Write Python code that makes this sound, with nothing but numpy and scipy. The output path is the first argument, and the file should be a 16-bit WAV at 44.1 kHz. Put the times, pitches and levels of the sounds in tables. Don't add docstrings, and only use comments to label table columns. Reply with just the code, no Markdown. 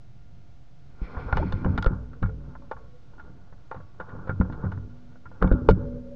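import sys
import numpy as np
from scipy import signal
from scipy.fft import rfft, irfft
from scipy.io import wavfile
from scipy.ndimage import uniform_filter1d

SR = 44100
rng = np.random.default_rng(int(sys.argv[2]) if len(sys.argv) > 2 else 0)


def wrap_up_sound(samples):
    columns = np.atleast_2d(samples).T
    tamed = np.clip(columns, -1, 1)
    steps = np.round(tamed * 32767).astype(np.int16)
    wavfile.write(sys.argv[1], SR, steps)


N = 271510

# start in seconds, peak in dB, centre of the blow in Hz, hollow knock in dB re the
# peak, bright edge in dB re the peak, decay time of the contact in ms.
CASE_TICKS = [(1.168, -31.5, 856, -6, -35, 9.7), (1.326, -15, 912, -21, -20.5, 3.2),
              (1.37, -16, 890, -8, -16.5, 4.5), (1.38, -24.5, 850, -7, -19, 4.2),
              (1.428, -27, 904, -9, -31, 4.5), (1.523, -26, 1430, -3, -11, 5),
              (1.646, -22.5, 1180, -16, -24, 2.9), (1.66, -27.5, 794, 5, -32.5, 7),
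              (1.777, -19.5, 1450, -23, -11.5, 4.9), (1.785, -29, 900, -22, -11, 4.2),
              (1.825, -25, 1420, -25, -7.5, 3.2), (1.844, -25.5, 1380, -5.5, -11.5, 2.5),
              (1.861, -18.5, 1450, 2, -18.5, 8.6), (2.131, -43.5, 1470, -4, -27, 4.8),
              (2.226, -27, 1420, -1.5, -21, 7.8), (2.257, -35.5, 1450, -10, -26, 10),
              (2.292, -39.5, 1450, -12, -31, 3), (2.551, -36, 1040, -22, -40, 6.7),
              (2.62, -48.5, 859, 0, -25, 9.1), (2.712, -22, 902, -4, -25.5, 10.3),
              (2.765, -41, 902, -15, -27, 8.9), (3.134, -49, 786, -17, -26, 3.9),
              (3.18, -46.5, 1450, -17, -27, 7.6), (3.196, -36.5, 1460, -18, -26, 9.1),
              (3.524, -46.5, 1450, -1, -28, 9), (3.712, -25, 915, -5, -27, 10),
              (3.744, -34.5, 910, 1, -22, 8.8), (3.762, -38, 915, -28, -31, 18),
              (3.801, -47, 1410, 6, -28, 17), (3.999, -28, 1180, -2, -26, 14),
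              (4.089, -39.5, 1370, -8, -25, 16), (4.149, -43.5, 743, 6.5, -32, 8.7),
              (4.272, -34, 1360, 2.5, -29, 15), (4.293, -22.5, 1390, -0.5, -33, 11),
              (4.411, -21, 1270, -3, -34, 5.9), (4.499, -34.5, 859, -16, -33, 3.3),
              (4.523, -35.5, 1460, -18, -18.5, 12.6), (4.643, -37, 1410, 4.5, -35, 8.5),
              (4.716, -32, 1100, -25, -20.5, 14), (4.775, -37, 1400, -19, -39.5, 2.6),
              (5.155, -49.5, 1460, 0, -23, 9), (5.255, -38, 1450, -13, -41, 11),
              (5.314, -42, 1420, -5, -30, 5.8), (5.414, -28, 1140, -5.5, -43, 11),
              (5.424, -11.5, 1360, -2, -28, 4.1), (5.441, -19.5, 1080, -1.5, -45, 6.2),
              (5.474, -28.5, 1440, -6, -19, 3.6), (5.514, -23, 1410, 7.5, -41, 1.6),
              (5.522, -27, 1400, -6, -20.5, 6.3), (5.688, -4.5, 870, 3.5, -22, 1.46),
              (5.695, -24, 1700, 13.5, -13, 9.4), (5.709, -30.5, 1700, -14.5, -7.5, 2.5)]
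# start in seconds, peak of the mount thump in dB, mount swing in Hz,
# frame answer in dB re the thump, centre of the frame answer in Hz.
BIKE_JOLTS = [(1.016, -19, 42.2, -12, 199), (1.169, -23.5, 70, -13.5, 92), (1.259, -23.5, 56, -9, 161),
              (1.327, -14.5, 66, -8, 92), (1.355, -21, 32.6, -3, 92), (1.382, -17, 40.6, -17, 92),
              (1.418, -18, 71.4, -7.5, 92), (1.467, -37, 70, 13.5, 92), (1.529, -18.5, 29.6, -2.5, 104),
              (1.655, -18.5, 57.4, 7, 124), (1.694, -20, 70, 0, 92), (1.737, -25, 34.7, -6, 137),
              (1.781, -20, 47.6, -3, 92), (1.863, -8.5, 36.8, -15, 97), (1.908, -28, 26.8, 8, 143),
              (2.221, -18.5, 30.6, -3.5, 90), (2.235, -15, 40.4, -2.5, 92), (3.517, -44, 27, 4, 92),
              (3.76, -47, 27, 13.5, 98), (3.999, -45.5, 27, 8, 103.6), (4.13, -46, 27, 15.5, 108.6),
              (4.293, -41.5, 70, 23.5, 105), (4.398, -12, 62.8, -1.5, 194), (4.498, -32.5, 56, 7.5, 128),
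              (4.639, -31.5, 70, 12.5, 97), (4.77, -34, 70, 5, 91.5), (5.417, -16, 33, 0, 192),
              (5.442, -11.5, 48.2, -0.5, 188), (5.512, -8, 38.5, -6.5, 250), (5.535, -16.5, 56, -0.5, 261),
              (5.688, -8, 42, -6, 94), (5.709, -12, 55, -1, 170)]
# start in seconds, damped at seconds, then the gains in dB
FREE_RINGS = [(1.915, 2.22, -28.5, -45.5, -57), (2.26, 2.7, -29, -47, -60.5), (2.729, 3.205, -43, -63, -60),
              (4.418, 4.705, -27.5, -50.5, -55), (4.721, 5.27, -35, -44.5, -58.5),
              (5.531, 5.689, -31.5, -28, -50.5), (5.757, 6.252, -27.5, -30.5, -40.5)]
# start in seconds, length in seconds, from Hz, to Hz, peak in dB.
GRIP_SQUEAKS = [(1.391, .022, 520, 680, -27), (1.419, 0.02, 750, 984, -29)]
# start in seconds, frequency in Hz, level in dB, t60 in seconds.
METAL_PINGS = [(2.72, 1110, -54.5, 0.81), (3.72, 1123, -54, 0.76), (5.52, 1327, -46, 0.53),
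               (5.531, 1414, -43, 0.37), (5.801, 905, -60, 1.3)]
# time in seconds, push on the frame in dB, dull rub on the case in dB.
HANDLING_LEVELS = [(0.85, -71.5, -81.5), (1.05, -39.5, -50), (1.18, -35, -45), (1.27, -34, -47),
                   (1.356, -30.5, -40.5), (1.53, -30.5, -46.5), (1.93, -31, -48.5), (2.03, -46.5, -63),
                   (2.2, -47.5, -67), (2.225, -38, -56), (2.36, -43, -64.5), (2.79, -58, -63.5),
                   (2.96, -74, -76.5), (3.2, -51.5, -61.5), (3.68, -61.5, -71.5), (3.98, -63.5, -67.5),
                   (4.01, -42.5, -51), (4.16, -47, -47.5), (4.28, -45, -49), (4.38, -41, -53),
                   (4.55, -33.5, -55.5), (4.634, -33, -44.5), (4.86, -46.5, -64.5), (5.2, -55, -72),
                   (5.4, -45.5, -59), (5.43, -29.5, -37), (5.58, -27.5, -53), (5.82, -32, -54.5),
                   (5.92, -42, -62.5), (6.157, -53.5, -70.5)]
# time in seconds, level in dB.
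SCUFF_LEVELS = [(0.9, -86), (1.03, -60.5), (1.414, -53.5), (1.65, -65), (1.844, -63.5), (1.96, -89)]

# frequency in Hz, relative level in dB, t60 in seconds.
HOLLOW_MODES = [(458.6, -1.5, 0.041), (517.5, 0, 0.073), (593, -5, 0.11)]
SHELL_MODES = [(765, 2.5, 0.012), (897, 0, 0.035), (1047, 0.5, 0.028), (1157, -2, 0.028), (1320, 3, 0.02),
               (1401.3, 0, 0.056), (1620, -23, 0.027), (1680, -29.5, 0.042), (2204, -9.5, 0.059)]
EDGE_MODES = [(2410, 5.5, 0.014), (2950, 5, 0.031), (3556, 18.5, 0.0054), (4180, 2, 0.029),
              (4810, -16, 0.023), (6200, -24.5, 0.004), (9000, -24.5, .005)]
MOUNT_MODES = [(33.3, -2, 0.088), (62.8, -3.5, 0.13)]
FRAME_MODES = [(85.4, -1.5, 0.27), (98.67, 1.5, 0.37), (122.6, -2.5, 0.15), (146.1, 2.5, 0.14),
               (184.3, 4, 0.2), (245.1, 1, 0.15), (266.4, -4, 0.12), (303.2, -1, .12), (370.5, -6, 0.09)]
FORK_MODES = [(58.05, -2.5, 1.3), (142.5, -10, 1.8)]
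TUBE_MODES = [(245.4, -1.5, 3.54), (288, -25.5, 0.33)]
SPOKE_MODES = [(430, -6, 1.2), (439, 0, 0.58), (463, -8, 2.2), (517, 4.5, 0.4), (493, -3, 2.8),
               (545, -10.5, 2), (563, -1, 1.82), (587, -10, 1.3)]

# frequency in Hz, relative spectral level in dB.
SCUFF_COLOUR = [(1500, -9.5), (1900, -1), (2350, 2), (2800, -13.5), (3400, -10), (3900, -18.5), (4250, -11),
                (4700, -20.5), (5300, -16.5), (6000, -31.5), (8000, -44.5)]
# frequency in Hz, relative spectral level in dB.
AIR_COLOUR = [(20, -0.5), (54, -6), (78, -8.5), (125, -3.5), (225, -19), (320, -21), (400, -28), (700, -29),
              (1000, -36), (1400, -35.5), (2000, -39.5), (4000, -42.5), (6300, -47), (8000, -57.5),
              (10000, -66.5), (12000, -82)]
# frequency in Hz, level in dB rms.
WHINE_HARMONICS = [(705.2, -73.5), (1410, -80.5), (2116, -88.5)]

KNOCK_HZ, KNOCK_OCTAVES_PER_DB = 427.7, 0.008
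EDGE_RATIO = 2.6
CONTACT_RISE = 0.05
MOUNT_T60_S = 0.1
JOLT_RING, JOLT_RING_PER_DB = 1.1, 0.05
THIN_DB = -2
AIR_DB = -51
OFFSET, TOP_HZ = 0.0078, 11900


def ticks():
    out = np.zeros(N)
    t = np.arange(int(0.04 * SR)) / SR
    grit = rng.standard_normal((len(CASE_TICKS), len(t)))
    for (start, db, centre_hz, hollow_db, edge_db, ms), rough in zip(CASE_TICKS, grit):
        hollow_hz = KNOCK_HZ * 2 ** (-db * KNOCK_OCTAVES_PER_DB)
        edge_hz = EDGE_RATIO * centre_hz
        fade = np.exp(-1000 * t / ms)
        rise = 1 - np.exp(-1000 * t / (ms * CONTACT_RISE))
        contact = rough * rise * fade
        push = np.exp(-t / 0.00034) + 0.044 * contact
        snap = contact * fade ** 0.48

        hollow = ring(HOLLOW_MODES, 0.15, reach(HOLLOW_MODES, hollow_hz, 50))
        shell = ring(SHELL_MODES, 0.4, reach(SHELL_MODES, centre_hz, 16.7))
        edge = ring(EDGE_MODES, 0.04, reach(EDGE_MODES, edge_hz, 20))
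        add_peak(out, start, excite(band(push, 274, 800), hollow), db + hollow_db)
        add_peak(out, start, excite(band(contact, 695, 1977), shell), db)
        add_peak(out, start, excite(band(snap, 1200, 6900), edge), db + edge_db)
    return out


def jolts():
    out = np.zeros(N)
    chance = rng.standard_normal((len(BIKE_JOLTS), len(FRAME_MODES) + 1, 1))
    for (start, db, swing_hz, frame_db, centre_hz), draw in zip(BIKE_JOLTS, chance):
        thump = np.sign(draw[0]) * ring([(swing_hz, 0, MOUNT_T60_S)], 0.4)
        stretch = max(JOLT_RING + JOLT_RING_PER_DB * frame_db, 0.3)
        modes = np.array(FRAME_MODES) * [1, 1, stretch]
        scatter = np.sign(draw[1:]) * undb(2.0 * draw[1:])
        frame = ring(modes, 0.6, scatter * reach(FRAME_MODES, centre_hz, 7.6))
        add_peak(out, start, soften(thump, 230), db)
        add_peak(out, start, soften(frame, 600), db + frame_db)
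    return out


def free_rings():
    out = np.zeros(N)
    for modes, waver_db, column in ((FORK_MODES, 1.5, 2), (TUBE_MODES, 1.2, 3), (SPOKE_MODES, 5.0, 4)):
        waver = undb(waver_db * np.array([walk(9) + 0.77 * walk(45) for _ in modes]))
        for row in FREE_RINGS:
            start, length = row[0], row[1] - row[0]
            t = np.arange(int(length * SR)) / SR
            places = int(start * SR) + np.arange(len(t))
            sound = ring(modes, length, np.take(waver, places, axis=1, mode="clip"))
            swell = (1 - np.exp(-t / 0.018)) ** 2
            damping = 1 - np.exp((t - t[-1]) / 0.027)
            add(out, start, undb(row[column]) * sound * swell * damping)
    return out


def squeaks():
    out = np.zeros(N)
    for start, length, from_hz, to_hz, db in GRIP_SQUEAKS:
        hz = np.linspace(from_hz, to_hz, int(length * SR))
        phase = 2 * np.pi * np.cumsum(hz) / SR
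        add(out, start, undb(db) * np.hanning(len(hz)) * np.sin(phase))
    return out


def pings():
    out = np.zeros(N)
    for start, *mode in METAL_PINGS:
        add(out, start, ring([mode], 0.79))
    return out


def handling():
    push, dull = curves(HANDLING_LEVELS)
    swing = curves(SCUFF_LEVELS)[0]
    nudges = soften(grains(800, 1.9) * undb(3.33 * walk(25)), 500)
    slips = grains(2500, 0.93) * undb(2.2 * walk(30))

    bike = ring(MOUNT_MODES, 0.4) + undb(0.5) * ring(FRAME_MODES, 0.4) + undb(-7) * ring(FORK_MODES, 0.4)
    case = ring(SHELL_MODES, 0.1) + undb(-1.5) * ring(HOLLOW_MODES, 0.1)
    shaking = push * level(excite(nudges, bike), 0)
    dull_rub = dull * level(excite(band(slips, 380, 1170), case), 0)
    thin_rub = dull * undb(THIN_DB) * level(excite(band(slips, 1203, 1584), case), 0)
    scuff = irfft(coloured(SCUFF_COLOUR), N) * undb(2.2 * walk(40))
    return shaking + dull_rub + thin_rub + swing * level(scuff, 0)


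def air():
    spectrum = coloured(AIR_COLOUR)
    low_share = 1 / (1 + (np.fft.rfftfreq(N, 1 / SR) / 350) ** 4)
    bass = irfft(spectrum * low_share, N) * undb(1.5 * walk(12.0))
    treble = irfft(spectrum * (1 - low_share), N) * undb(0.31 * walk(3.4))
    return level(bass + treble, AIR_DB)


def whine():
    t = np.arange(N) / SR
    wobble = 0.3 * walk(7.0)
    out = np.zeros(N)
    for k, (hz, db) in enumerate(WHINE_HARMONICS, 1):
        out += np.sqrt(2) * undb(db) * np.sin(2 * np.pi * hz * t + k * wobble)
    return out


def ring(modes, length, gains=1.0):
    hz, db, t60 = np.array(modes).T[:, :, None]
    t = np.arange(int(length * SR)) / SR
    decay = np.exp(-np.log(1000) * t / t60)
    return np.sum(gains * undb(db) * decay * np.sin(2 * np.pi * hz * t), axis=0)


def reach(modes, centre_hz, fall_db):
    hz = np.array(modes)[:, :1]
    return undb(-fall_db * np.abs(np.log2(hz / centre_hz)))


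def excite(force, response):
    return signal.fftconvolve(force, response)[:N]


def grains(rate, scatter_db):
    hit = rng.random(N) < rate / SR
    size = rng.exponential(size=N)
    return hit * undb(scatter_db * size) * rng.standard_normal(N)


def soften(x, hz):
    return signal.sosfilt(signal.butter(4, hz, fs=SR, output="sos"), x)


def band(x, low_hz, top_hz):
    return signal.sosfilt(signal.butter(3, (low_hz, top_hz), "bandpass", fs=SR, output="sos"), x)


def coloured(points):
    hz, db = np.transpose(points)
    f = np.fft.rfftfreq(N, 1 / SR)
    return rfft(rng.standard_normal(N)) * undb(np.interp(np.log(f + 1), np.log(hz), db, left=-90))


def walk(rate):
    k = int(SR / rate)
    held = np.repeat(rng.standard_normal(N // k + 1), k)
    return 1.51 * uniform_filter1d(uniform_filter1d(held, k), k)[:N]


def curves(table):
    s, *columns = np.transpose(table)
    t = np.arange(N) / SR
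    return [undb(np.interp(t, s, c, left=-120, right=-120)) for c in columns]


def undb(db):
    return 10 ** (np.asarray(db) / 20)


def level(x, db):
    return x * undb(db) / np.sqrt(np.mean(x ** 2))


def add(out, start, x):
    i = int(start * SR)
    out[i:i + len(x)] += x[:len(out) - i]


def add_peak(out, start, x, peak_db):
    add(out, start, x * undb(peak_db) / np.abs(x).max())


def scene():
    return (ticks() + jolts() + free_rings() + squeaks() + pings() + handling() + air() + whine())[None]


def record(dry):
    rounded = dry / (1 + (dry / 0.98) ** 6) ** (1 / 6)
    low_pass = signal.ellip(8, 0.2, 70, TOP_HZ, fs=SR, output="sos")
    return signal.sosfilt(low_pass, rounded + OFFSET)


dry = scene()
out = record(dry)
wrap_up_sound(out)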